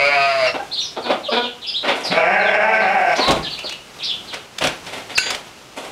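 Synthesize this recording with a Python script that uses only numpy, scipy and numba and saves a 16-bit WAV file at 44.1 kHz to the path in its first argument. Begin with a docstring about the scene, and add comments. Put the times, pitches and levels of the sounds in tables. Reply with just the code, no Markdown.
"""A sheep pen inside a barn, on one microphone. A lone ewe gives a bright, raspy bleat, then two bleat
together, duller and quavering: vocal fold pulses ring in throat and mouth. Straw rustles underfoot, thin
tones squeak and small birds chirp up in the rafters. The flock bumps and scuffs against wooden hurdles,
which creak; straw and fittings tick. Last, a steel bolt is shot back and rings as a door is opened."""
import sys
import numpy as np
from scipy import signal
from scipy.fft import rfft, irfft
from scipy.io import wavfile
from scipy.ndimage import uniform_filter1d, map_coordinates
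from numba import njit

SR = 44100
rng = np.random.default_rng(int(sys.argv[2]) if len(sys.argv) > 2 else 0)


def wav_record(signal):
    """Record a signal, one row per channel, as 16-bit PCM in the file named by sys.argv[1]."""
    frames = np.transpose(np.atleast_2d(signal))
    bounded = np.clip(frames, -1, 1)
    # unit amplitude maps onto the largest positive 16-bit level
    quanta = np.round(bounded * 32767).astype(np.int16)
    wavfile.write(sys.argv[1], SR, quanta)


N = 260631
TIME = np.arange(N) / SR


def from_db(db):
    """Decibels to gain."""
    return 10 ** (np.asarray(db) / 20)


def unit_rms(x):
    """Scale to an rms of 1."""
    return x / np.sqrt(np.mean(x ** 2) + 1e-20)


def even(x):
    """Hold the running rms at 1."""
    return x / np.sqrt(np.abs(uniform_filter1d(x ** 2, size=2200)) + 1e-6 * np.mean(x ** 2))


def in_time(rows):
    """Each column of a (time, values...) table, interpolated to every sample."""
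    times, *columns = np.transpose(rows)
    return [np.interp(TIME, times, column) for column in columns]


def band(x, hz, kind):
    """Butterworth filter, fourth order at each edge."""
    return signal.sosfilt(signal.butter(4, hz, kind, fs=SR, output="sos"), x + 1e-18)


def drift(rate_hz):
    """Smooth random wander with an rms of 1."""
    knots = rng.standard_normal(4096)
    return unit_rms(map_coordinates(knots, [TIME * rate_hz * 2], order=3, mode="wrap"))


def colour(x, spectrum, size=4096):
    """Causal (minimum-phase) filter with the outline (frequency [Hz], level [dB])."""
    hz, db = np.transpose(spectrum)
    outline = np.interp(np.log(np.fft.rfftfreq(size, 1 / SR) + 1), np.log(hz), db)
    cepstrum = irfft(np.log(from_db(outline)))
    cepstrum[1:size // 2] *= 2
    cepstrum[size // 2 + 1:] = 0
    return signal.fftconvolve(x, irfft(np.exp(rfft(cepstrum, size))))[:N]


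def barn(x, wet_db, t60_s=.39, treble_t60_s=.3):
    """What reaches the microphone: direct sound plus dense reflections whose treble dies first."""
    t = TIME[:SR]
    echoes = rng.standard_normal(SR) * (t > .004)
    tail = band(echoes, 1970, "low") * from_db(-60 * t / t60_s)
    tail += band(echoes, 2510, "high") * from_db(-60 * t / treble_t60_s)
    reflections = signal.fftconvolve(x, tail / np.linalg.norm(tail))[:N]
    wet = from_db(wet_db)
    return (x + wet * reflections) / np.hypot(1, wet)


def grains(per_s, spread_db):
    """Random tiny contacts of uneven size."""
    sizes = from_db(spread_db * np.minimum(rng.exponential(1, N), 4)) * rng.choice([-1, 1], N)
    return unit_rms(sizes * (rng.random(N) < per_s / SR))


def pulse_train(pitch_hz, rough, jitter, rasp):
    """One pulse per cycle; roughness shakes timing and strength and adds noise in each cycle."""
    cycles = np.cumsum(pitch_hz * (1 + jitter * rough * (drift(70) + .5 * drift(16)))) / SR
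    pulses = np.diff(np.floor(cycles), prepend=-1) * from_db(6.6 * rough * drift(80))
    turbulence = rng.standard_normal(N) * np.exp(-4 * (cycles % 1))
    return unit_rms(pulses) + rasp * rough * unit_rms(turbulence)


def glides(rows, waver, waver_hz, octave_db):
    """Short gliding tones of wavering pitch, each with its octave."""
    out = np.zeros(N)
    wobble = 1 + waver * drift(waver_hz)
    for start, length, start_hz, end_hz, level_db in rows:
        span = slice(int(start * SR), int((start + length) * SR))
        progress = np.linspace(0, 1, span.stop - span.start)
        hz = (start_hz + (end_hz - start_hz) * progress) * wobble[span]
        phase = 2 * np.pi * np.cumsum(hz) / SR
        envelope = np.sqrt(2) * from_db(level_db) * np.sin(np.pi * progress)
        out[span] += envelope * (np.sin(phase) + from_db(octave_db) * np.sin(2 * phase))
    return out


@njit
def moving_resonance(x, centre_hz, width_hz):
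    """Two-pole resonator of peak gain 1 whose centre moves."""
    angle = 2 * np.pi * centre_hz / SR
    r = np.exp(-np.pi * width_hz / SR)
    y = np.zeros(len(x))
    for i in range(2, len(x)):
        drive = (1 - r * r) / 2 * (x[i] - x[i - 2])
        y[i] = drive + 2 * r * np.cos(angle[i]) * y[i - 1] - r * r * y[i - 2]
    return y


def bleat(folds, call, throat, mouth, wet_db, jaw_width_hz, tongue_width_hz=190):
    """Fold pulses ring in the throat; jaw and tongue each lift a moving resonance; the call shudders."""
    start, end, level_db, rasp_db, shudder_depth_db = call
    jaw_hz, jaw_db, tongue_hz, tongue_db = in_time(mouth)
    attack_s, accent_s, rasp_rise_s, release_s = .025, .06, .07, .05
    shudder_db = shudder_depth_db * drift(18)
    # the call opens with an accent; the rasp grows towards its end
    level_db = level_db + 2.5 * np.exp(-np.maximum(TIME - start, 0) / accent_s)
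    rasp_db = rasp_db + 10 * np.exp(np.minimum(TIME - end, 0) / rasp_rise_s) + 1.7 * shudder_db
    gate = np.clip((TIME - start) / attack_s + .5, 0, 1) * np.clip((end - TIME) / release_s, 0, 1)
    voice = barn(band(colour(folds, throat), 128, "high"), wet_db)
    jaw = from_db(jaw_db) * even(moving_resonance(voice, jaw_hz, jaw_width_hz))
    tongue = from_db(tongue_db) * even(moving_resonance(voice, tongue_hz, tongue_width_hz))
    body = even(band(voice, 2750, "low"))
    vowel = even(from_db(shudder_db) * (body + tongue) + jaw)
    rasp = from_db(rasp_db) * even(band(voice, 3760, "high"))
    return barn(gate * from_db(level_db) * (vowel + rasp), wet_db=-8.5)


def lone_ewe():
    """One ewe's bright, raspy bleat, which grows hoarser as her pitch sinks."""
    # her bleat (start [s], end [s], level [dB], rasp [dB], shudder depth [dB])
    call = (-0.03, 0.527, -15.6, -13.5, .7)
    # vocal folds (time [s], pitch [Hz])
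    pitch = [(0, 139.1), (.06, 142.7), (.12, 143.4), (.16, 138.8), (.24, 138.6), (.38, 133.6), (.43, 127.7),
             (.52, 121)]
    # hoarseness over her range (pitch [Hz], roughness [0-1])
    hoarseness = [(121, .2), (138, .12), (141, .05)]
    # throat resonances (frequency [Hz], level [dB])
    throat = [(140, -15), (280, -21), (420, -9.5), (560, -7), (675, -1.5), (830, -17), (1120, -6.5),
              (1400, -7), (1720, -13), (2150, 0), (2700, -9), (3000, -14), (3650, -19), (4150, -15),
              (4500, -17), (4950, -13), (5350, -35), (7000, -35), (8700, -44), (10300, -42), (13000, -72)]
    # mouth resonances (time [s], jaw [Hz], jaw lift [dB], tongue [Hz], tongue lift [dB])
    mouth = [(0, 570, -6, 2080, -2), (.09, 575, -4, 2120, -3), (.125, 690, -4, 2130, -4),
             (.21, 690, -8, 2230, -6), (.29, 675, 0, 2230, -4), (.36, 668, 3, 2400, -7),
             (.42, 645, 3, 2600, -8), (.5, 615, 2, 2690, -6)]
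    pitch_hz = in_time(pitch)[0]
    rough = np.interp(pitch_hz, *np.transpose(hoarseness))
    folds = pulse_train(pitch_hz, rough, jitter=.03, rasp=.6)
    return bleat(folds, call, throat, mouth, wet_db=3.5, jaw_width_hz=40)


def straw():
    """Trodden straw: fine crackle that swells and sinks over the barn's hush."""
    # colour of straw and hush (frequency [Hz], level [dB])
    spectrum = [(15, -42), (25, -9.5), (148, 1), (331, -1), (389, 1), (582, -1), (648, -1), (895, -1.5),
                (1170, -3), (1270, -3), (1850, -6.5), (2630, -4.5), (6380, -11.5), (15500, -28)]
    # restless feet (time [s], level [dB])
    shuffle = [(0, -37), (.7, -41), (2.7, -45), (3.3, -35.5), (3.85, -41.5), (4.25, -37.5), (4.5, -42.5),
               (4.98, -37), (5.7, -43), (5.9, -38)]
    crackle = .6 * grains(4000, spread_db=2.5) * from_db(2.5 * drift(14))
    hush = rng.standard_normal(N)
    rustle = band(colour(hush + crackle, spectrum), 15000, "low")
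    return from_db(in_time(shuffle)[0]) * unit_rms(rustle)


def thin_tones():
    """Short thin tones with their octave: a whistle in the bleat, squeaks, a chirp's low undertone."""
    # tones (time [s], length [s], start pitch [Hz], end pitch [Hz], level [dB])
    tones = [(0.458, 0.047, 2860, 2650, -23), (.592, 0.019, 790, 800, -25), (1.284, 0.018, 605, 552, -19.5),
             (3.194, 0.046, 950, 1064, -24), (3.227, 0.092, 1038, 1112, -24.5),
             (3.438, 0.035, 1760, 1710, -35)]
    return from_db(3) * barn(glides(tones, waver=.01, waver_hz=93, octave_db=-9), wet_db=-3)


def woodwork(rise_s=.016):
    """Each bump is a swelling, then dying burst of contacts in the boards; the thud outlasts the top."""
    # knocks on the boards (time [s], level [dB], crack [dB], t60 [s])
    knocks = [(.538, -10, -9, .14), (.969, -4, -27, .075), (1.056, -14, -11, .2), (1.095, -3.5, -8.5, .16),
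              (1.319, -11, -6, .24), (1.826, -20, -4, .2), (1.838, -13, -4, .26), (1.872, -9.5, -2, .3),
              (2.105, -10, -5, .28), (3.177, -3.5, -10, .18), (3.295, -3.5, -25, .15),
              (3.637, -12, -25, .075)]
    # a body shoves the hurdle and the floor thuds (time [s], level [dB], thud [dB], crack [dB])
    shoves = [(3.271, -4, -5, -9), (3.352, -13.5, -2, -9), (4.607, -11, -6, -1), (4.635, -8.5, -17, -1)]
    # hooves and the door scuff over the floor (time [s], level [dB], crack [dB])
    scuffs = [(1.949, -21, -5), (1.995, -22, -4), (2.042, -18.5, -5), (3.15, -25, 4), (3.225, -23, 5),
              (4.322, -26, 4), (4.861, -26, -1), (4.921, -22, -.5), (4.965, -27, -1), (5.09, -26.5, 2),
              (5.214, -29, 10), (5.254, -24.5, 8), (5.296, -19, -4), (5.762, -20, -6), (5.834, -24, -6)]
    # colour of the boards (frequency [Hz], level [dB])
    spectrum = [(24, -40), (40, -30), (103, -42), (233, -5.5), (502, -0.5), (627, 2.5), (1290, -10),
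                (1420, -8.5), (1690, -14), (2110, -7), (3300, -9.5), (3560, -10.5), (6300, -32.5),
                (9360, -33.5), (15000, -49)]
    bumps = [(s, db, -32, crack, crack - 22, t60) for s, db, crack, t60 in knocks]
    bumps += [(s, db, thud, crack, crack - 11, .17) for s, db, thud, crack in shoves]
    bumps += [(s, db, -21, crack, -10, .24) for s, db, crack in scuffs]
    times, level_db, thud_db, crack_db, splinter_db, t60_s = np.transpose(bumps)
    boards = colour(grains(7000, spread_db=3), spectrum)
    # thud, body, crack and splinters (band [Hz], level [dB], stretch of rise and decay [ratio])
    parts = [((45, 135), thud_db - 6.5, 2), ((165, 1450), -1.5, 1),
             ((1450, 6000), crack_db, 1), ((6000, 13000), splinter_db - 3, 1)]
    out = np.zeros(N)
    for edges_hz, part_db, stretch in parts:
        power = np.zeros(N)
        for at, gain, ring_s in zip((times * SR).astype(int), from_db(level_db + part_db), t60_s):
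            t = TIME[:min(SR, N - at)] / stretch
            envelope = gain * np.minimum(t / rise_s, 1) * from_db(-60 * t / ring_s)
            power[at:at + len(t)] += envelope ** 2
        out += np.sqrt(power) * unit_rms(band(boards, edges_hz, "band"))
    return from_db(-2.3) * barn(out, wet_db=-4.5)


def birds(buzz_depth=.12, buzz_hz=450):
    """From the rafters, mostly through the room: bending whistles, some fluttered into a harsh buzz."""
    # notes (time [s], length [s], start [Hz], middle [Hz], end [Hz], level [dB], buzz [0-1])
    chirps = [(.712, .05, 3200, 4450, 2900, -25, .3), (.768, .052, 3000, 4050, 2600, -22, .4),
              (.795, .085, 5600, 5700, 4400, -33, .3), (1.02, .05, 4700, 4200, 3300, -35, .5),
              (1.232, .06, 4200, 3400, 2700, -30, .4), (1.285, .05, 4300, 4900, 4400, -35, .4),
              (1.42, .055, 4300, 3200, 2750, -28, .5), (1.615, .055, 4200, 3400, 2600, -32, .7),
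              (1.665, .045, 4700, 4950, 4300, -27, .3), (1.67, .04, 3200, 3400, 2600, -29, .5),
              (1.738, .045, 2950, 3650, 4200, -22, .25), (2.035, .055, 5600, 4700, 3900, -26, .5),
              (2.09, .05, 4300, 4000, 3300, -30, .5), (2.39, .04, 4200, 4100, 3700, -36, .2),
              (2.45, .05, 3500, 3350, 2700, -31, .2), (2.8, .06, 4300, 4200, 3600, -38, .6),
              (3.15, .05, 4000, 5200, 3800, -31, 1), (3.197, .052, 4600, 4150, 3600, -22, .35),
              (3.25, .05, 4500, 3700, 3000, -24, .5), (3.425, .065, 4700, 3500, 2800, -28, .9),
              (3.5, .055, 4450, 4300, 2900, -31, .2), (3.575, .035, 2350, 2750, 3000, -31, .3),
              (3.635, .055, 4400, 4250, 2800, -29.5, .4), (3.705, .035, 2400, 2850, 3050, -31, .3),
              (3.985, .06, 4300, 3000, 2400, -35, 1), (4.02, .055, 3300, 4300, 3000, -25, 1),
              (4.072, .06, 4000, 3350, 2750, -24, .5), (4.272, .055, 4400, 3600, 2600, -35, .8),
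              (5.152, .028, 5200, 4600, 3700, -21.5, .2)]
    out = np.zeros(N)
    flutter = buzz_depth * drift(buzz_hz)
    for start, length, start_hz, middle_hz, end_hz, level_db, buzz in chirps:
        span = slice(int(start * SR), int((start + length) * SR))
        progress = np.linspace(0, 1, span.stop - span.start)
        hz = np.polyval(np.polyfit([0, .5, 1], [start_hz, middle_hz, end_hz], 2), progress)
        phase = 2 * np.pi * np.cumsum(hz * (1 + buzz * flutter[span])) / SR
        envelope = from_db(level_db) * np.abs(np.sin(np.pi * progress)) ** .55
        out[span] += envelope * (np.sin(phase) + from_db(-29.5) * np.sin(2 * phase))
    return from_db(7.7) * barn(band(out, 1800, "high"), wet_db=2.5)


def creak(attack_s=.02, decay_s=.015):
    """Wood sticks and slips a few hundred times a second and sets the hurdle ringing."""
    # pushes on the hurdle (time [s], length [s], slip rate [Hz], level [dB])
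    pushes = [(.957, .02, 228, -25), (1.037, .075, 243, -26), (1.308, .035, 232, -16),
              (1.345, .04, 242, -15.5), (1.4, .07, 243, -25)]
    # ring of the hurdle (frequency [Hz], level [dB])
    spectrum = [(150, -27), (245, 1), (480, 6.5), (700, 4), (960, 2), (1180, -7), (1450, 1), (1950, -16),
                (2200, -12), (2420, 1), (2700, -12), (3400, 2), (3850, 0), (4500, -10), (7000, -45),
                (14000, -62)]
    envelopes = []
    for start, length, _, db in pushes:
        rise = np.clip((TIME - start) / attack_s, 0, 1)
        fall = np.exp(-np.maximum(TIME - start - length, 0) / decay_s)
        envelopes.append(from_db(db) * rise * fall)
    slip_hz = np.array(pushes)[np.argmax(envelopes, axis=0), 2]   # the strongest push sets the rate
    slips = pulse_train(slip_hz, rough=.2, jitter=.04, rasp=1.1)
    return barn(np.max(envelopes, axis=0) * unit_rms(colour(slips, spectrum)), wet_db=-4.5)


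def ewe_pair():
    """A ewe hums, then opens into a duller, quavering bleat; a companion joins in."""
    # their bleat (start [s], end [s], level [dB], rasp [dB], shudder depth [dB])
    call = (2.152, 3.178, -15.2, -26.5, 1.5)
    # the leader's vocal folds, rising and falling in one arch (time [s], pitch [Hz])
    pitch = [(2.2, 161.5), (2.26, 170.2), (2.31, 198), (2.4, 209), (2.54, 207), (2.61, 217), (2.68, 222.2),
             (2.8, 218.3), (2.89, 200), (2.96, 199), (3.04, 174.5), (3.11, 164), (3.18, 160)]
    # hoarseness over her range (pitch [Hz], roughness [0-1])
    hoarseness = [(165, .36), (205, .52), (214, .48), (220, .16)]
    # the companion's voice (time [s], pitch [Hz], level against the leader [dB])
    companion_line = [(2.25, 173.4, -15), (2.32, 190, -2), (2.44, 192, -2), (2.55, 190, -10),
                      (2.76, 187, -9), (2.87, 189.5, 3), (3.0, 187, -6), (3.1, 181.6, -3)]
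    # throat resonances of the pair (frequency [Hz], level [dB])
    throat = [(190, -10), (300, -12), (430, -3), (620, 3), (740, -1), (900, -4.5), (1150, -7), (1560, -2),
              (1850, -8), (2250, 1), (2700, -5), (3400, -19), (4700, -22), (5400, -13), (6100, -32),
              (8000, -32), (10000, -40), (13000, -64)]
    # mouth resonances (time [s], jaw [Hz], jaw lift [dB], tongue [Hz], tongue lift [dB])
    mouth = [(2.16, 650, -3, 2150, -7), (2.21, 665, -3, 2250, -4), (2.26, 685, 1, 1580, -10),
             (2.32, 760, -4, 1530, -7), (2.41, 750, -7, 1560, 0), (2.52, 665, -7, 1580, -6),
             (2.62, 670, -3, 1520, -7), (2.665, 880, -2, 1480, -10), (2.73, 745, -3, 1510, -16),
             (2.8, 690, -8, 1510, -12), (2.88, 755, -2, 1560, -9), (2.96, 785, 0, 1570, -8),
             (3.03, 705, 3, 1550, -4), (3.08, 720, 3, 1530, -6), (3.15, 665, 3, 1520, -10)]
    # her start, mouth shut (time [s], length [s], start pitch [Hz], end pitch [Hz], level [dB])
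    hum_glide = [(2.098, 0.035, 148, 214, -23.5)]
    leader_hz = in_time(pitch)[0]
    companion_hz, companion_db = in_time(companion_line)
    rough = np.interp(leader_hz, *np.transpose(hoarseness))
    quaver = 1 + .055 * rough * np.sin(2 * np.pi * 13 * TIME + drift(3))
    leader = pulse_train(leader_hz * quaver, rough, jitter=.05, rasp=.55)
    companion = from_db(companion_db) * pulse_train(companion_hz, rough, jitter=.036, rasp=1.0)
    duet = bleat(leader + companion, call, throat, mouth, wet_db=1.5, jaw_width_hz=75)
    hum = glides(hum_glide, waver=.013, waver_hz=100, octave_db=-13)
    return duet + barn(hum, wet_db=-6)


def ticks(rise_s=.0015, decay_s=.0048):
    """Straw and fittings: short snaps that build up for an instant before they give."""
    # snaps (time [s], level [dB])
    snaps = [(3.282, -14), (3.3094, -7.5), (3.319, -12), (3.5914, -19), (3.6954, -17.5), (3.725, -19.5),
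             (4.3428, -17), (4.586, -12.5), (4.64, -9.5), (4.672, -9), (4.868, -24), (5.1794, -4),
             (5.3062, -7), (5.3488, -12.5)]
    # colour of a snap (frequency [Hz], level [dB])
    spectrum = [(300, -5), (1500, 3.5), (4000, 6), (8000, -4.5), (15000, -25)]
    envelope = sum(from_db(db) * np.exp(-np.maximum((s - TIME) / rise_s, (TIME - s) / decay_s))
                   for s, db in snaps)
    noise = unit_rms(colour(rng.standard_normal(N), spectrum))
    return from_db(-5) * barn(envelope * noise, wet_db=-7.5)


def bolt(crack_s=.00096, jolt_at_s=5.3, damping_s=.027):
    """Each crack against the stop starts the bolt ringing afresh, until the door's next jolt damps it."""
    # the bolt hits its stop and bounces (time [s], level [dB])
    hits = [(5.178, -6), (5.1812, -1), (5.1838, 3)]
    # modes of the steel (frequency [Hz], level [dB], t60 [s])
    modes = [(1485, -22, .13), (1529, -28, .6), (2242, -26, .185), (2600, -3, .01), (2687, -17, .08),
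             (2798, -18, .09), (4250, -23, .1), (4748, -28, 1.5), (6595, -32, 1.3), (7170, -35.5, 3),
             (9595, -40, .35), (10926, -41, .35)]
    out = np.zeros(N)
    for start, hit_db in hits:
        at = int(start * SR)
        t = TIME[:N - at]
        noise = band(rng.standard_normal(len(t)), (500, 8500), "band")
        crack = from_db(-8) * noise * np.exp(-t / crack_s)
        ring = sum(from_db(db - 60 * t / t60) * np.sin(2 * np.pi * hz * t + rng.uniform(0, 2 * np.pi))
                   for hz, db, t60 in modes)
        out[at:] = from_db(hit_db) * (crack + ring)
    damping = np.exp(-np.maximum(TIME - jolt_at_s, 0) / damping_s)
    return barn(out * damping, wet_db=-20)


def scene():
    """Everything in the barn, at one microphone."""
    ewes = lone_ewe() + ewe_pair()
    return (ewes + straw() + thin_tones() + woodwork() + birds() + creak() + ticks() + bolt())[None]


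def record(dry, ceiling=1.5, cutoff_hz=15750):
    """Behind the microphone, peaks are gently rounded and the top is cut steeply."""
    rounded = ceiling * np.tanh(dry / ceiling)
    return signal.sosfilt(signal.ellip(12, .1, 90, cutoff_hz, fs=SR, output="sos"), rounded)


dry = scene()
out = record(dry)
wav_record(out)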